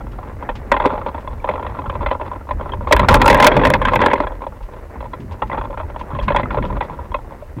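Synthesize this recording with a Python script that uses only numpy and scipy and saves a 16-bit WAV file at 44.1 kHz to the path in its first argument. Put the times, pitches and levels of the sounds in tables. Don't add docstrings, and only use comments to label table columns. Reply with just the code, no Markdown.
import sys
import numpy as np
from scipy import signal
from scipy.fft import rfft, irfft
from scipy.io import wavfile
from scipy.ndimage import uniform_filter1d

SR = 44100
rng = np.random.default_rng(int(sys.argv[2]) if len(sys.argv) > 2 else 0)


def pcm_store(signal):
    levels = np.round(np.clip(np.atleast_2d(signal), -1, 1) * 32767)
    wavfile.write(sys.argv[1], SR, levels.astype(np.int16).T)


def invert_db(x):
    u = np.asarray(x, float) / 20
    return 10 ** u


N = 335160

# (frequency [Hz], density [dB per Hz])
HISS_SPECTRUM = [(1760, -0.5), (3000, -1.5), (3240, -10), (3460, -6.5), (13100, -11.5), (15900, -7),
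                 (16500, -32)]
# (frequency [Hz], density [dB per Hz])
RUMBLE_SPECTRUM = [(15, -19), (28, -2.5), (46, -0.5), (58, -4.5), (73, -2.5), (100, -7.5), (115, -13),
                   (150, -49)]
# (frequency [Hz], density [dB per Hz])
GRAVEL_SPECTRUM = [(200, -16.5), (300, 8), (500, 10.5), (1000, 0), (2000, -4), (2800, -22.5), (4000, -48),
                   (6000, -35)]
# (frequency [Hz], density [dB per Hz])
CRUNCH_SPECTRUM = [(1500, -18), (2100, -1), (2560, 5), (2900, -1), (3400, 4), (4000, -6), (4900, -17),
                   (8000, -48)]
# (time [s], load on the frame [dB], shaking of the mount [dB])
ROLLING = [(0.0, -31.5, -40), (0.74, -28.5, -39.5), (0.89, -29, -34), (1.2, -33, -43), (2.01, -26, -38.5),
           (2.43, -30.5, -45), (2.9, -21.5, -35.5), (3.13, -14, -16.5), (4.04, -24, -21.5),
           (4.42, -33, -46), (4.85, -35.5, -45.5), (5.35, -29.5, -48), (5.59, -26, -40.5),
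           (5.99, -31.5, -44.5), (6.5, -22, -34.5), (6.79, -22.5, -31), (6.96, -30.5, -40),
           (7.6, -35.5, -49)]
# (time [s], peak level [dB])
RUT_HITS = [(0.04, -26), (0.483, -35), (0.85, -24), (1.483, -27.5), (1.768, -17.5), (2.941, -15.5),
            (3.133, -20), (3.556, -4.5), (3.947, -12), (5.193, -21.5), (5.416, -20), (6.132, -16.5),
            (6.584, -16.5), (6.739, -40), (7.565, -12), (3.7, -25), (4.955, -22), (6.27, -17),
            (6.37, -16.5), (3.3, -3)]
# (time [s], peak level [dB], frequency [Hz])
FRAME_BUMPS = [(0.088, -25, 51), (0.253, -34, 55), (0.521, -20, 33.6), (0.764, -19, 52), (0.863, -25, 41.8),
               (0.961, -23, 53), (1.103, -29, 38.2), (1.165, -21, 73), (1.556, -25, 75), (1.672, -26, 61),
               (1.918, -24, 70), (1.99, -18.5, 72), (2.08, -13, 50.4), (2.31, -29, 50.5),
               (2.756, -18, 73.4), (2.88, -21, 72), (2.973, -11.5, 60.6), (3.149, -12, 76.5),
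               (3.321, -13, 59.4), (3.501, -16, 49.5), (3.666, -9.5, 46.6), (3.808, -11.5, 40),
               (4.062, -20, 78), (4.198, -33, 78), (4.402, -23, 42.7), (4.649, -19.5, 38.3),
               (4.773, -25, 41.7), (4.997, -22, 63.5), (5.32, -18, 80), (5.448, -19, 49.6),
               (5.604, -18, 47.5), (5.723, -23, 49.7), (5.848, -18.5, 77.4), (6.37, -14, 49),
               (6.44, -32, 45), (6.596, -24, 49.7), (6.768, -13, 44.7), (7.007, -25, 69),
               (7.166, -19, 40.7)]
# (time [s], peak level [dB])
FLUNG_STONES = [(0.1157, -35), (0.5523, -26.5), (1.2026, -34), (2.8828, -32), (4.625, -36.5), (5.2, -36),
                (5.319, -28.5), (5.47, -35), (5.991, -28.5), (6.2234, -26), (6.649, -31), (6.831, -36)]
# (time [s], peak level [dB])
CLAMP_TICKS = [(0.717, -40), (1.489, -43), (2.924, -17), (2.9652, -23), (2.993, -36), (3.085, -31),
               (3.124, -33), (3.142, -13), (3.217, -26), (3.281, -21), (3.345, -23.5), (3.4016, -24),
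               (3.441, -30), (3.4694, -5), (3.657, -31), (3.702, -20.5), (3.738, -33), (3.955, -31.5)]
# (time [s], peak level [dB])
CLAMP_SLAPS = [(0.8564, -31), (1.8931, -39), (2.1106, -46), (2.9284, -10), (3.0914, -17), (3.153, -10),
               (3.2425, -25), (3.2565, -12), (3.2772, -6), (3.293, -15), (3.3034, -17), (3.304, -7),
               (3.3742, -26), (3.425, -12), (3.4436, -7), (3.475, -16), (3.5678, -34), (3.6446, -27),
               (3.651, -24), (3.6684, -20), (3.8172, -29), (3.8506, -29), (3.932, -29), (4.015, -32),
               (4.0534, -28), (4.0622, -26), (4.118, -37), (4.132, -33), (6.2809, -34), (6.3624, -46)]
# (time [s], length [s], frequency [Hz], level [dB])
METAL_SQUEAK = (3.745, .047, 12150, -60)
# (time [s],
# peak level [dB], frequency [Hz], t60 [s])
SINGLE_MODE_RINGS = [(1.768, -23, 500, 0.038), (2.061, -15.5, 2060, .04), (3.67, -13, 1800, 0.053),
                     (3.738, -2, 2100, 0.015), (4.158, -17, 2060, 0.033), (5.515, -19, 2000, 0.049),
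                     (6.318, -25, 696, 0.051), (6.432, -18.5, 2050, 0.043), (6.457, -14, 1280, 0.022),
                     (6.575, -12, 460, 0.028), (6.823, -20, 1970, 0.036), (6.81, -14, 800, 0.053),
                     (0.185, -25, 740, .07), (5.42, -29, 2800, 0.049), (7.424, -22, 598, 0.059),
                     (0.718, -16.5, 233, 0.085), (2.839, -27, 120, 0.11), (3.218, -17, 140, .12),
                     (3.729, -15, 220, .1), (3.87, -15, 224, .1), (5.067, -26, 115, .12), (5.51, -30, 131, .12),
                     (6.133, -18.5, 137, 0.22), (6.575, -17, 125, 0.13), (6.909, -28, 150, .12),
                     (1.276, -32, 3420, .03), (1.4, -33, 2300, .03), (2.72, -24, 3200, 0.047),
                     (7.145, -21, 2550, 0.043), (7.9, -28, 3400, .03), (5.7, -21, 560, 0.1),
                     (7.57, -24.5, 130, .15), (3.7, -13, 160, 0.11), (0.92, -24, 190, .1),
                     (6.35, -27, 130, .12), (6.64, -29, 2900, .02), (6.2, -23, 3300, 0.023),
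                     (1.5, -23, 200, .1)]
# (frequency [Hz], t60 [s], level [dB])
LOW_MODES = [(279, 0.04, 3.5), (399, 0.075, -4.5), (534.6, 0.052, 6.5), (580.2, 0.054, 8.5)]
# (frequency [Hz], t60 [s], level [dB])
MAIN_MODES = [(856, 0.083, -3.5), (948.3, 0.033, 9.5), (1016.2, 0.038, 8), (1115.6, 0.017, 6),
              (1350, 0.048, -4.5)]
# (frequency [Hz], t60 [s], level [dB])
UPPER_MODES = [(1664, 0.015, 0.88), (1850, 0.013, 1), (1974, 0.014, -0.45)]
# (frequency [Hz], t60 [s], level [dB])
HIGH_MODES = [(2120, 0.017, 1), (2453, 0.031, -2.5), (2565, 0.025, -3), (3110, 0.017, -6.5),
              (3250, 0.019, -1.5), (3420, 0.019, -2.5), (3590, 0.013, -8.5), (4006, 0.022, -9),
              (4600, 0.02, -17)]
# (time [s], peak level [dB], high modes relative
# [dB], loss per rebound [dB])
HOUSING_JOLTS = [(0.066, -26.5, -25.5, 18), (0.228, -25, -26, -2), (0.295, -29, -24.5, 19.5),
                 (0.424, -17.5, -27, 25), (0.489, -9, -23, 9), (0.716, -1.5, -16.5, 5.5),
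                 (0.765, -8.5, -18.5, 14), (0.799, -5.5, -23.5, -3), (0.849, -5.5, -33, 21),
                 (0.855, -3.5, -24.5, 3), (0.902, -10, -32, -3), (0.952, -15.5, -32, 3), (1.013, -19, -24, 4),
                 (1.061, -13.5, -26, 19), (1.144, -17.5, -24.5, 5), (1.178, -19.5, -25, 23),
                 (1.273, -16.5, -25, 21), (1.442, -10.5, -28.5, 3), (1.488, -6.5, -21, 8),
                 (1.577, -18, -30, 4), (1.626, -17.5, -23, 1), (1.664, -17, -19, 12), (1.788, -15, -29, 13),
                 (1.896, -13.5, -21, 6), (1.952, -14.5, -26, 28), (2.007, -15.5, -34, 20),
                 (2.061, -10.5, -18, 1), (2.111, -8.5, -21, 4.5), (2.149, -15.5, -45, 10),
                 (2.211, -14.5, -23.5, 3.5),
                 (2.314, -16, -33, 3), (2.508, -9.5, -24, 33), (2.609, -17.5, -24, 3), (2.658, -17, -43, 7),
               (2.692, -21.5, -22, 19), (2.734, -12.5, -25.5, 22), (2.807, -19, -39, 22),
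               (2.871, -11, -24.5, 23), (2.909, -4.5, -36, 7), (2.923, 5, -14, 24),
               (2.963, -5.5, -14.5, 11), (2.993, -2.5, -17, 5), (3.03, -8, -50, 21), (3.044, -9, -25, 61),
               (3.085, 5.5, -17.5, 10.5), (3.141, 4, -14.5, 38), (3.166, -3.5, -36, 48),
               (3.215, -0.5, -13, 27), (3.242, -6.5, -28, 27), (3.258, 5.5, -28, 10), (3.278, 5, -18, 32),
               (3.299, 4.5, -18, 20), (3.326, -2, -17, 15), (3.344, 0, -18, -7), (3.375, -4.5, -32, -39),
               (3.399, 2, -17.5, 3), (3.424, 5, -20, 25), (3.443, 6.5, -26.5, 2), (3.465, 6, -11.5, 39),
               (3.515, -9.5, -11, 5),
                 (3.565, -3.5, -19.5, 3), (3.613, -9, -21, 20), (3.65, -0.5, -15, 19), (3.668, -3, -21, 23),
                 (3.701, -6.5, -14, 19), (3.736, -6.5, -7.5, 28), (3.634, -6.5, -14.5, 10),
                 (3.815, -6.5, -21.5, 21), (3.85, -8, -10, 3), (3.881, -6, -18, 25), (3.594, -17, -9, 20),
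                 (3.933, -1.5, -24, 11), (3.956, -5.5, -14.5, 28), (3.99, -11, -17, 8),
                 (4.015, -3.5, -18.5, 18), (4.035, -4, -20.5, 10), (4.059, 1.5, -19, 3),
                 (4.112, -11, -11, 29), (4.131, -2, -22, 3), (4.158, -17, -20, -8), (4.201, -5.5, -23.5, 5),
                 (4.235, -16.5, -23, 21), (4.268, -14, -19.5, 33), (4.305, -22.5, -46, 5),
                 (4.418, -19, -24.5, -3), (4.465, -17, -32, 20), (4.686, -29.5, -36, 20),
                 (5.004, -21.5, -22.5, -3), (5.054, -22.5, -31, 19), (5.132, -17.5, -21.5, 36),
                 (5.31, -28, -21, -4), (5.419, -7.5, -27.5, 11), (5.497, -15, -26, -4),
                (5.528, -11, -26, -7), (5.576, -14.5, -22.5, 5), (5.611, -16.5, -23.5, -3),
                (5.704, -24, -25, 9), (5.773, -17, -21.5, -8), (5.898, -23.5, -25, 10),
                (5.96, -16.5, -26, 14), (6.01, -17, -24, 17), (6.148, -20, -22, -3), (6.187, -16, -19.5, 0),
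                (6.28, -8.5, -16.5, -17), (6.302, -8, -33, 17), (6.346, -7, -26, -4),
                (6.361, -6.5, -15.5, 4), (6.395, -8.5, -23.5, 27), (6.431, -18.5, -18, 24),
                (6.505, -13.5, -21, 20), (6.543, -11, -27.5, 19), (6.57, -12.5, -26, 20),
                (6.623, -24, -9, 15), (6.65, -17, -33, 19), (6.806, -12.5, -18, 7), (6.896, -18, -27.5, 5),
                (6.987, -20.5, -38, 2.5), (7.116, -19.5, -26, -3), (7.142, -9, -23.5, 9),
                (7.421, -32.5, -31, 31)]
# (time [s], peak level [dB])
LIGHT_TAPS = [(0.614, -35), (0.823, -14), (0.934, -18), (0.977, -15.5), (1.473, -16.5), (1.511, -14.5),
              (1.536, -17), (1.555, -15), (1.594, -17.5), (1.646, -20), (1.695, -24), (1.858, -19),
              (2.028, -17.5), (2.332, -22), (2.357, -21.5), (2.488, -18), (2.72, -22), (2.945, -8),
              (5.514, -18.5), (5.544, -15.5), (5.652, -25), (5.726, -22), (5.739, -23.5), (5.799, -15),
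              (6.102, -22), (6.456, -24), (6.583, -12.5), (6.725, -20.5), (6.767, -15.5), (7.32, -26)]
# (time [s], peak level [dB])
NUDGES = [(0.005, -17.5), (0.023, -37), (0.04, -31), (0.104, -49), (0.131, -25), (0.159, -32),
          (0.185, -18), (0.209, -28), (0.254, -28), (0.312, -32), (0.327, -30), (0.348, -46),
          (0.361, -42), (0.385, -37), (0.55, -22), (0.583, -37), (0.6, -35), (0.647, -48),
          (0.681, -52), (0.739, -1), (0.916, -23), (1.113, -23), (1.227, -27), (1.245, -22),
          (1.311, -24), (1.365, -36), (1.393, -44), (1.417, -27), (1.607, -23), (1.719, -25),
          (1.745, -18), (1.768, -16), (1.816, -17), (1.839, -14), (1.924, -15), (2.069, -15),
          (2.12, -7), (2.196, -12), (2.28, -36), (2.407, -23), (2.469, -22), (2.595, -14.5),
          (2.623, -17), (2.771, -23), (2.844, -21), (2.977, -8), (3.126, 2.5), (3.179, -32),
          (3.527, -10), (3.749, -3), (3.785, -25), (4.318, -18), (4.372, -49), (4.405, -21),
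          (4.436, -15),
          (4.521, -22.5), (4.564, -33), (4.605, -23), (4.633, -31), (4.651, -34), (4.735, -21.5),
               (4.766, -31), (4.792, -52), (4.808, -43), (4.833, -44), (4.897, -30), (4.931, -41),
               (4.956, -18), (5.025, -20), (5.204, -37), (5.217, -43), (5.244, -47), (5.293, -32),
               (5.318, -20.5), (5.338, -24), (5.361, -32), (5.39, -25), (5.469, -34), (5.669, -19),
               (5.829, -17), (5.878, -33), (5.942, -23), (5.995, -22), (6.033, -25), (6.081, -25),
               (6.113, -16), (6.13, -18), (6.161, -19), (6.225, -25), (6.317, -13), (6.637, -11),
               (6.699, -11), (6.753, -17), (6.822, -11), (6.869, -41), (7.026, -38), (7.039, -37),
               (7.088, -45), (7.103, -31), (7.186, -18.5), (7.243, -29), (7.271, -34), (7.295, -37),
               (7.347, -38), (7.367, -40), (7.395, -46), (7.502, -42), (7.516, -33), (7.565, -30),
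               (7.583, -22)]

KNOCK_LEN = 4096


def colour(x, spectrum):
    hz, db = np.transpose(spectrum)
    f = np.maximum(np.arange(N // 2 + 1) * SR / N, 1)
    gain_db = np.interp(np.log(f), np.log(hz), db, left=-90, right=-90)
    y = irfft(rfft(x) * invert_db(gain_db), N)
    return y / np.std(y)


def walk(rate):
    hold = int(SR / rate)
    levels = np.repeat(rng.standard_normal(N // hold + 1), hold)
    return 3.03 * uniform_filter1d(uniform_filter1d(levels, hold), hold)[:N]


def peak_one(y):
    return y / np.abs(y).max(axis=1, keepdims=True)


def place(s, sound):
    out = np.zeros(N + SR)
    for start, row in zip((s[:, 0] * SR).astype(int), sound):
        out[start:start + len(row)] += row
    return out[:N]


def band(x, lo_hz, hi_hz):
    return signal.sosfilt(signal.butter(2, [lo_hz, hi_hz], "band", fs=SR, output="sos"), x)


def lowpass(x, order, hz):
    return signal.sosfilt(signal.butter(order, hz, fs=SR, output="sos"), x)


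def chatter(count, rise_s, fade_s, spiky):
    t = np.arange(KNOCK_LEN // 2) / SR
    chance = rng.standard_normal((count, len(t) + 1))
    contacts = chance[:, 1:] * np.abs(chance[:, 1:]) ** spiky
    fade = np.exp(-t / (fade_s * invert_db(2 * chance[:, :1])))
    return contacts * (1 - np.exp(-t / rise_s)) * fade


def preamp_noise():
    whine_hz, width_hz = 12820, 300
    whine = [(whine_hz - width_hz, -25), (whine_hz, 0), (whine_hz + width_hz, -25)]
    hiss = invert_db(-60.5) * colour(rng.standard_normal(N), HISS_SPECTRUM)
    return hiss + invert_db(-79) * colour(rng.standard_normal(N), whine)


def frame(load_db, shake_db):
    rumble = colour(rng.standard_normal(N), RUMBLE_SPECTRUM) * invert_db(load_db - 1.5 + walk(15.0))
    drone_spectrum = [(100, -0.5), (130, 2.0), (155, -4.0), (200, -1.5), (330, -8.5), (420, -12)]
    drone = colour(rng.standard_normal(N), drone_spectrum)
    drone_db = 0.64 * load_db + 0.35 * shake_db + 1.44
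    s, db = np.transpose(RUT_HITS)[:, :, None]
    t = np.arange(SR // 2) / SR
    rise_s, fade_s = 0.0023, 0.12
    ruts = place(s, invert_db(db - 12.5) * (1 - np.exp(-t / rise_s)) * np.exp(-t / fade_s))
    return rumble + drone * np.hypot(invert_db(drone_db - 8.5), ruts) * invert_db(1.01 * walk(25))


def bumps():
    s, db, hz = np.transpose(FRAME_BUMPS)[:, :, None]
    t = np.arange(-SR // 12, SR // 12) / SR
    swell = np.exp(-(t / 0.02) ** 2 / 2)
    return place(s + t[0], invert_db(db - 3) * swell * np.sin(2 * np.pi * hz * t))


def gravel():
    grains = (rng.random(N) < 1600 / SR) * rng.standard_normal(N)
    return colour(grains * invert_db(1.45 * walk(22)), GRAVEL_SPECTRUM)


def flung_stones():
    s, db = np.transpose(FLUNG_STONES)[:, :, None]
    puffs = chatter(count=len(s), rise_s=0.0027, fade_s=0.016, spiky=0.2)
    return place(s, invert_db(db - 5.0) * peak_one(band(puffs, 1100, 3170)))


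def squeak():
    start_s, length_s, hz, db = METAL_SQUEAK
    t = np.arange(N) / SR - start_s
    envelope = np.clip(np.minimum(t, length_s - t) / 0.004, 0, 1)
    return invert_db(db) * envelope * np.sin(2 * np.pi * hz * t)


def ticks():
    s, db = np.transpose(CLAMP_TICKS)[:, :, None]
    clicks = chatter(count=len(s), rise_s=0.00024, fade_s=0.001, spiky=0.45)
    return place(s, invert_db(db + 8.0) * peak_one(band(clicks, 4200, 18000)))


def slaps():
    s, db = np.transpose(CLAMP_SLAPS)[:, :, None]
    cracks = chatter(count=len(s), rise_s=0.00037, fade_s=0.0032, spiky=0.44)
    return place(s, invert_db(db - 8.0) * peak_one(band(cracks, 2900, 10600)))


def crunch(knocks):
    pole = np.exp(-1 / SR / 0.0014)
    force = signal.lfilter([1 - pole], [1, -pole], np.abs(knocks))
    crack_db = 2.5 * rng.exponential(size=N) + 0.63 * walk(37)
    cracks = (rng.random(N) < 900 / SR) * invert_db(crack_db)
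    tail = rng.standard_normal(400) * np.exp(-np.arange(400) / SR / 0.00062)
    grit = colour(signal.fftconvolve(cracks, tail)[:N], CRUNCH_SPECTRUM)
    return invert_db(-17.5) * force ** 1.465 * grit


def rings():
    s, db, hz, t60 = np.transpose(SINGLE_MODE_RINGS)[:, :, None]
    t = np.arange(KNOCK_LEN) / SR
    envelope = (1 - np.exp(-t / 0.00059)) * np.exp(-np.log(1000) * t / t60)
    return place(s, invert_db(db) * envelope * np.sin(2 * np.pi * hz * t))


def ring(modes, count, scatter_db, detune):
    t, out = np.arange(KNOCK_LEN // 2) / SR, 0
    for hz, t60, db in modes:
        chance = rng.standard_normal((count, 2))
        size = invert_db(db + scatter_db * chance[:, :1])
        tone = np.sin(2 * np.pi * hz * (1 + detune * chance[:, 1:]) * t)
        out = out + size * np.exp(-np.log(1000) * t / t60) * tone
    return out


def jiggle():
    unrest = invert_db(3.5 * walk(55))
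    contacts = (rng.random(N) < 1200 / SR) * rng.standard_normal(N) * unrest
    body = 0
    for modes, db in ((LOW_MODES, -4), (MAIN_MODES, 0), (UPPER_MODES, -12), (HIGH_MODES, -14)):
        body = body + invert_db(db) * ring(modes, count=1, scatter_db=1.5, detune=0)[0]
    y = signal.fftconvolve(contacts, body)[:N]
    return y / np.std(y)


def struck(blow, modes, detune, swell_s):
    decay = ring(modes, count=len(blow), scatter_db=2.5, detune=detune)
    decay = decay * (1 - np.exp(-np.arange(KNOCK_LEN // 2) / SR / swell_s))
    return peak_one(irfft(rfft(blow, KNOCK_LEN) * rfft(decay, KNOCK_LEN), KNOCK_LEN))


def blows():
    taps = [(tap_s, db, -26.5, 14) for tap_s, db in LIGHT_TAPS]
    nudge_s, nudge_db = np.array(NUDGES).T
    nudge_s = nudge_s + 0.00091 * rng.random(len(nudge_s))
    chance = rng.standard_normal((len(nudge_s), 2))
    nudges = np.transpose([nudge_s, nudge_db - 6.5, -29 + 3 * chance[:, 1], 16 + 2 * chance[:, 0]])
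    return np.vstack([HOUSING_JOLTS, taps, nudges])


def housing():
    s, peak_db, high_db, loss_db = blows().T[:, :, None]
    low_db = -6.5 + 3.5 * rng.standard_normal(s.shape)
    blow = chatter(count=len(s), rise_s=0.00068, fade_s=0.0016, spiky=0.25)
    scrape = blow + 0.76 * chatter(count=len(s), rise_s=0.00053, fade_s=0.0052, spiky=0.32)
    push = lowpass(blow, 2, 1760)
    panels = struck(push, MAIN_MODES, detune=0.018, swell_s=0.0023)
    panels = panels + invert_db(low_db + 0.5) * struck(push, LOW_MODES, detune=0.024, swell_s=0.0042)
    upper = struck(scrape, UPPER_MODES, detune=0.029, swell_s=0.00074)
    high = struck(scrape, HIGH_MODES, detune=0.013, swell_s=0.0011)
    upper_gain = invert_db(1.02 * high_db + 0.13 * peak_db + 13.0)
    high_gain = invert_db(high_db + 7.0)

    def spot(k):
        bright = upper_gain * np.roll(upper, k, axis=0) + high_gain * np.roll(high, k, axis=0)
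        return np.roll(panels, k, axis=0) + bright

    out = place(s, invert_db(peak_db - 0.5) * spot(0))
    for bounce in (1, 2):
        s = s + 0.02 * (1 + 0.14 * rng.standard_normal(s.shape))
        rebound_db = peak_db - 8.5 - bounce * np.maximum(loss_db, 0)
        out += place(s, invert_db(rebound_db) * spot(bounce))
    return signal.sosfilt(signal.butter(2, 206, "high", fs=SR, output="sos"), out)


def scene():
    s, load, shake = np.transpose(ROLLING)
    t = np.arange(N) / SR
    load_db, shake_db = np.interp(t, s, load), np.interp(t, s, shake)
    below = frame(load_db, shake_db) + bumps() + invert_db(0.68 * shake_db - 12.0) * gravel() + flung_stones()
    borne = housing() + rings() + invert_db(shake_db - 0.5) * jiggle()
    borne = lowpass(borne, 4, 3780)
    clamp = squeak() + ticks() + slaps() + crunch(borne)
    return (below + clamp + borne)[None]


def top_cut(x):
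    return signal.sosfilt(signal.butter(12, 16810, fs=SR, output="sos"), x)


def record(dry):
    down, up, rail = 441, 320, 0.69
    converted = signal.resample_poly(dry + preamp_noise(), up, down, axis=1)
    clipped = np.clip(converted, -rail, rail)
    padded = np.pad(clipped, ((0, 0), (up, up)), "linear_ramp")
    mix = signal.resample(padded, N + 2 * down, axis=1)[:, down:-down]
    return top_cut(mix)


dry = scene()
out = record(dry)
pcm_store(out)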